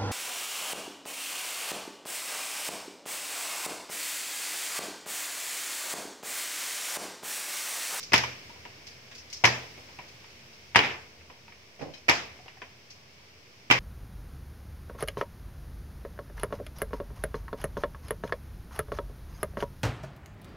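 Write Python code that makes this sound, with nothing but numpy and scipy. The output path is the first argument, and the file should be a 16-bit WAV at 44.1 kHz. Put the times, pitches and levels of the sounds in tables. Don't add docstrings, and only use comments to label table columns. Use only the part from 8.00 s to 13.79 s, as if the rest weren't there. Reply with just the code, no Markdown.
import sys
import numpy as np
from scipy import signal
from scipy.fft import rfft, irfft
from scipy.io import wavfile

SR = 44100
rng = np.random.default_rng(int(sys.argv[2]) if len(sys.argv) > 2 else 0)


def rack_gain(trim_db):
    fader = np.asarray(trim_db, float)
    return 10 ** (fader / 20)


def dump(signal):
    limited = np.clip(np.atleast_2d(signal).T, -1, 1)
    pcm = np.round(limited * 32767).astype(np.int16)
    wavfile.write(sys.argv[1], SR, pcm)


N = 255338


# mode in Hz, level in dB, T60 in seconds.
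TABLE_MODES = [(123, -11, 0.54), (272, -19, 0.044), (553, -25, 0.086), (960, 2, 0.064)]


def dough():
    touch = rack_gain(-4.0) * contacts(landings(), lag_per_db=2.0)
    return touch + rack_gain(-41.5) * struck(TABLE_MODES, touch.mean(axis=0))


# start in seconds, peak in dB, thump in dB, splash in dB, left-right in dB.
EDGE_HITS = [
    (0.1201, -18, -6.5, -17, 0.5),
    (1.4388, -10, -2.5, -12, 1.5),
    (2.748, -15.5, -22, -29.5, 2.5),
    (4.083, -13, -6.5, -11, -3),
    (5.701, -7, -7.5, -18.5, -4.5),
]
# start in seconds, peak in dB, splash in dB, left-right in dB.
BELLY_HITS = [(0.133, -2.5, -9.5, 3), (0.139, 0, -11, 0), (0.16, -13, -6, 4.5), (0.179, -12, -5, -6.5),
              (0.237, -15, -15, 4), (1.4434, 0.5, -28.5, 2.5), (1.452, -0.5, -10, 0.5),
              (1.463, -13.5, -9, 3.5), (1.474, -10, -13.5, -8.5), (2.758, 2, -15.5, 2.5),
              (2.767, -7, -24, -6), (2.773, -10, -27, -2), (2.79, -5, -26, -4.5), (4.088, -3, -18, -5.5),
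              (4.0955, -0.5, -10, 5), (4.101, -9.5, -25.5, 5.5), (4.112, -11, -22, -1),
              (5.7107, 3, -15, -3), (5.725, -7, -22, -4), (5.738, -16, -20, -6)]
# start in seconds, peak in dB.
SETTLING = [
    (0.19, -27),
    (0.27, -33.5),
    (2.80, -18.5),
    (2.835, -19),
    (2.9, -27.5),
]
SLAP_BODY_DB = [-0.5, 1, 2.5, 1.5, -2]


def landings():
    edge = [(s, peak_db, thump_db, splash_db, 5.07, pan_db)
            for s, peak_db, thump_db, splash_db, pan_db in EDGE_HITS]
    edge_s = [row[0] for row in EDGE_HITS]
    belly = []
    for s, peak_db, splash_db, pan_db in BELLY_HITS:
        slap = np.searchsorted(edge_s, s) - 1
        contact_ms = 3.49 - 0.06 * (peak_db + 6)
        belly.append((s, peak_db, -14 + SLAP_BODY_DB[slap], splash_db, contact_ms, pan_db))
    settling = [(s, peak_db, -11, -19.5, 32, 0) for s, peak_db in SETTLING]
    return edge + belly + settling


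# frequency in Hz, density in dB per Hz.
SMACK = [(35, -40), (70, -12), (411, -7.5), (756, -4), (978, -3.5), (1420, -7.5), (2280, -0.5), (3500, -9),
         (4300, -10.5), (5250, -5.5), (7000, -16.5), (8700, -29.5), (15000, -40), (16400, -44)]


def contacts(rows, lag_per_db):
    length = 3000
    out = np.zeros((2, N + 3100))
    t_ms = 1000 * np.arange(length) / SR
    cuts = ((700, "low"), ((700, 3600), "band"), ((3600, 7500), "band"), (7500, "high"))
    split = [signal.butter(2, *cut, fs=SR, output="sos") for cut in cuts]
    for s, peak_db, thump_db, splash_db, ms, pan_db in rows:
        spikes = rng.exponential(1, length) ** 0.47
        shared, left, right = rng.standard_normal((3, length)) * spikes
        shared[0] = -rack_gain(9.5) * (ms < 10)
        burst = (shared + 0.67 * np.array([left, right])) * np.exp(-t_ms / max(ms, 0.3))
        parts = [signal.sosfilt(sos, burst) for sos in split]
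        low, middle, high, air = (part / np.abs(part).max() for part in parts)
        touch = rack_gain(thump_db + 2) * low.mean(axis=0) + middle
        touch = touch + rack_gain(splash_db + 12) * high + rack_gain(splash_db * 1.16 + 23) * air
        touch = rack_gain(peak_db) * touch
        lag = int(np.clip(round(pan_db * lag_per_db), -20, 20))
        for side, sign in enumerate((1, -1)):
            at = round(s * SR) + max(-sign * lag, 0)
            out[side, at:at + length] += touch[side] * rack_gain(sign * pan_db / 2)
    return colour(out[:, :N], SMACK)


def pats():
    length = 4000
    pops = np.zeros(N + length)
    for s, peak_db, _, hollow_hz in PATS:
        puff = rng.standard_normal(length) * np.exp(-np.arange(length) / (SR * 0.006))
        pop = ring(puff, hollow_hz, 58.0 / hollow_hz)
        at = round(s * SR)
        pops[at:at + length] += rack_gain(peak_db) * pop / np.abs(pop).max()
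    return rack_gain(-9.5) * contacts(fingers(), lag_per_db=0) + pops[:N] * np.array([[rack_gain(0.7)], [rack_gain(-0.7)]])


# start in seconds, peak in dB, thump in dB, hollow under the hand in Hz.
PATS = [(0.494, -45, -5, 943), (0.56, -48.5, -11, 960), (0.652, -39.5, -5.5, 960), (1.778, -48, 1.5, 2220),
        (1.889, -48.5, -14, 947), (1.988, -38, -7, 970), (2.243, -47.5, -24, 2270),
        (3.21, -51.5, -20, 2690), (3.299, -44, -7.5, 960), (3.480, -46.5, -23, 933),
        (3.522, -48.5, -26, 2320), (4.389, -48.5, -9, 730), (4.459, -49, -2, 763),
        (4.481, -39.5, -35, 2770), (4.57, -49, -14, 750), (4.618, -35.5, -10.5, 990)]


def fingers():
    return [(s, peak_db + 12, thump_db, -21, 2.36, 0) for s, peak_db, thump_db, _ in PATS]


# mode in Hz, level in dB, T60 in seconds.
CUPBOARD_MODES = [(150.5, -6, 0.28), (290, -6, 0.32), (471, -7.5, 0.17), (512, -6.5, 0.33),
                  (654, -11, 0.31), (807, -3.5, 0.098)]
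# start in seconds, peak in dB.
CUPBOARD_HITS = [(3.811, -34.5), (3.826, -33.5), (3.85, -36.5), (3.89, -43)]
# mode in Hz, level in dB, T60 in seconds.
UTENSIL_MODES = [(2270, -4, .05), (2510, -4, 0.14), (3086, 3.5, 0.14), (4000, 2, 0.041),
                 (5160, -5.5, 0.098), (5800, -17, 0.054)]
# start in seconds, peak in dB.
UTENSIL_HITS = [(3.938, -43), (3.944, -49.5), (3.958, -51), (3.975, -51)]


def clatter():
    rings = struck(CUPBOARD_MODES, clicks(CUPBOARD_HITS)) + struck(UTENSIL_MODES, clicks(UTENSIL_HITS))
    flutter = np.array([drift(58), drift(58)])
    return rack_gain(-13.5) * contacts(far_work(), lag_per_db=1.0) + rings * (0.64 + 0.5 * flutter)


# start in seconds, peak in dB, splash in dB, left-right in dB.
CLINKS = [(0.003, -62, 16.5, -7), (0.029, -57, 13, -8), (0.868, -50.5, 1, -5), (1.113, -48.5, -10, 0),
          (1.15, -64, 13, -3), (1.18, -60, 8, -4), (1.30, -57.5, 5, -5), (1.328, -53.5, 12, 6),
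          (1.365, -62, 10, -3), (2.08, -62, 2, 0), (2.30, -63, 0, 5), (2.53, -61, -1, -4),
          (3.940, -54.5, -3, -10), (3.975, -60.5, -3, -3), (4.903, -56.5, 4, 7)]
# start in seconds, peak in dB, thump in dB, contact in ms.
KNOCKS = [
    (3.792, -52.5, 2, 9.8),
    (3.811, -46.5, -3.5, 12),
    (3.825, -58.5, 15, 10),
    (3.85, -67.5, 16, 22),
]


def far_work():
    gain_db = 13
    clinks = [(s, peak_db + gain_db, -30.5, splash_db, 7.4, pan_db) for s, peak_db, splash_db, pan_db in CLINKS]
    knocks = [(s, peak_db + gain_db, thump_db, -14, ms, -2) for s, peak_db, thump_db, ms in KNOCKS]
    return clinks + knocks


# frequency in Hz, T60 in seconds.
KITCHEN_T60_S = [(60, 0.25), (250, 0.5), (800, 0.45), (2500, .44), (5500, 0.4), (15000, 0.38)]
# frequency in Hz, gain in dB.
WALLS_TOP = [(6000, 0.5), (9000, -3.5), (15000, 5)]


def kitchen(rows, wet_db, bands):
    s, peak_db, thump_db, splash_db, ms, _ = np.transpose(rows)
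    step = 16
    rate = SR / step
    span = np.arange(500)
    at = (np.round(s * rate).astype(int)[:, None] + span).ravel()
    spent = np.exp(-2000 * span / rate / np.maximum(ms, 0.3)[:, None]) * 2000 / rate
    build = np.exp(-1 / (rate * 0.001))
    near_t60_s, near_db = 0.1, 7.5
    out = 0
    for hz, band in bands:
        bass = at_hz([(600, 1), (1600, 0)], hz)
        treble = at_hz([(2800, 0), (5000, 1), (10000, 0.8)], hz)
        weight_db = bass * (thump_db + 11.5) + treble * (splash_db + 9.5) + at_hz(WALLS_TOP, hz)
        poured = rack_gain(2 * (peak_db + weight_db + wet_db))[:, None] * spent
        energy = np.bincount(at, poured.ravel(), N // step + 1) + 1e-18
        energy = signal.lfilter([1 - build], [1, -build], energy)
        whole = signal.lfilter([1], [1, -rack_gain(-120 / (rate * at_hz(KITCHEN_T60_S, hz)))], energy)
        near = signal.lfilter([1], [1, -rack_gain(-120 / (rate * near_t60_s))], energy)
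        level = np.sqrt(whole + rack_gain(2 * near_db) * near)
        patchy = rack_gain(1.57 * drift(25))
        out = out + band * patchy * np.interp(np.arange(N) / step, np.arange(len(level)), level)
    return colour(out, SMACK)


# frequency in Hz, density in dB per Hz.
FAN = [(15, -54.5), (25, -32), (48, -17), (58, -14.5), (80, -4.5), (253, -12.5), (444, -9.5), (565, -12),
       (682, -12), (782, -15), (897, -15), (994, -15), (1500, -15.5), (1950, -51), (3300, -120)]
# frequency in Hz, density in dB per Hz.
HISS = [(530, -49), (900, 0.5), (992, -11.5), (1070, -10), (1280, -6.5), (1550, -5.5), (1960, -3),
        (2180, 1.5), (3950, -7.5), (5420, -2), (6990, -15.5), (9810, -23.5), (15000, -22.5), (15700, -20),
        (16300, -44.5)]
# frequency in Hz, width in Hz, level in dB.
HUM = [(80.4, 9.3, -62.5), (124, 8.7, -65.5), (222.5, 5.53, -71)]
# time in seconds, level in dB.
DRAUGHT = [(0.0, -49), (0.6, -52.5), (1.3, -52.5), (2.7, -52.5), (3.15, -55.5), (5.79, -55.5)]


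def background(bands):
    t = np.arange(N) / SR
    flow_db = np.interp(t, *np.transpose(DRAUGHT))
    linger_s = 0.24
    linger = sum((t > s) * np.exp(-np.maximum(t - s, 0) / linger_s) for s, *_ in EDGE_HITS)
    fan_change_db = 0.598 * (flow_db - flow_db.mean()) + 10.5 * linger
    hiss_db = flow_db + 10 * linger
    fan, hiss, together = 0, 0, drift(1.344)
    for hz, forward in bands:
        band = forward[:, ::-1]
        wander = rack_gain(together + 0.21 * drift(15.0))
        if hz < 1200:
            fan = fan + band * wander
        else:
            hiss = hiss + band * wander
    tones = 0
    for hz, width_hz, level_db in HUM:
        tones = tones + rack_gain(level_db) * rms_one(ring(rng.standard_normal(N), hz, 3.2 / width_hz))
    rumble = rack_gain(fan_change_db - 57.5) * rms_one(colour(fan, FAN))
    return rumble + rack_gain(hiss_db) * rms_one(colour(hiss, HISS)) + tones * rack_gain(fan_change_db - 2.0)


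# frequency in Hz, correlation from -1 to 1.
LIKENESS = [(60, 0.96), (150, 0.91), (380, 0.69), (950, 0.09), (2380, 0.01), (5980, -0.01), (15000, -0.01)]


def diffuse(count):
    edges_hz = 25 * 2 ** np.arange(0, 9.5, 1 / 3)
    white = rng.standard_normal((2, 2, count))
    for k, (low, high) in enumerate(zip(edges_hz, edges_hz[1:])):
        sos = signal.butter(2, [low, high], "band", fs=SR, output="sos")
        mid, side = signal.sosfilt(sos, white[k % 2])
        hz = np.sqrt(low * high)
        alike = np.clip(at_hz(LIKENESS, hz), -1, 1)
        yield hz, np.sqrt(1 + alike) * mid + np.sqrt(1 - alike) * side * [[1], [-1]]


def struck(modes, force):
    return sum(rack_gain(level_db) * ring(force, hz, t60_s) for hz, level_db, t60_s in modes)


def ring(x, hz, t60_s):
    r, w = rack_gain(-60 / (t60_s * SR)), 2 * np.pi * hz / SR
    return signal.lfilter([0, np.sin(w)], [1, -2 * r * np.cos(w), r * r], x + 1e-18)


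def clicks(hits):
    return sum(rack_gain(peak_db) * (np.arange(N) == round(s * SR)) for s, peak_db in hits)


def drift(rate_hz):
    knots = rng.standard_normal(int(rate_hz * N / SR) + 2)
    return 1.22 * np.interp(np.arange(N) * rate_hz / SR, np.arange(len(knots)), knots)


def colour(x, spectrum):
    hz = np.maximum(np.fft.rfftfreq(8192, 1 / SR), 1)
    cepstrum = irfft(np.log(rack_gain(at_hz(spectrum, hz))))
    cepstrum[1:4096] *= 2
    response = irfft(np.exp(rfft(cepstrum[:4097], 8192)))
    return signal.oaconvolve(x, response[None] / np.linalg.norm(response), axes=1)[:, :N]


def at_hz(points, hz):
    table_hz, value = np.transpose(points)
    return np.interp(np.log(hz), np.log(table_hz), value)


def rms_one(x):
    return x / np.sqrt(np.mean(x ** 2) + 1e-20)


def scene():
    sheet, hand, far = landings(), fingers(), far_work()
    wet_db = np.repeat([-31, -30, -27], [len(sheet), len(hand), len(far)])
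    bands = list(diffuse(N))
    echoes = kitchen(sheet + hand + far, wet_db, bands)
    return dough() + pats() + clatter() + echoes + background(bands)


def roll_off(x):
    return signal.sosfilt(signal.butter(12, 16480, fs=SR, output="sos"), x)


def record(dry):
    cut = signal.sosfilt(signal.butter(3, 62, "high", fs=SR, output="sos"), dry)
    rounded = 1.12 * np.tanh(cut / 1.299) + 0.00074
    mix = signal.sosfilt(signal.cheby2(12, 60, 16700, fs=SR, output="sos"), rounded)
    return roll_off(mix)


dry = scene()
out = record(dry)
dump(out)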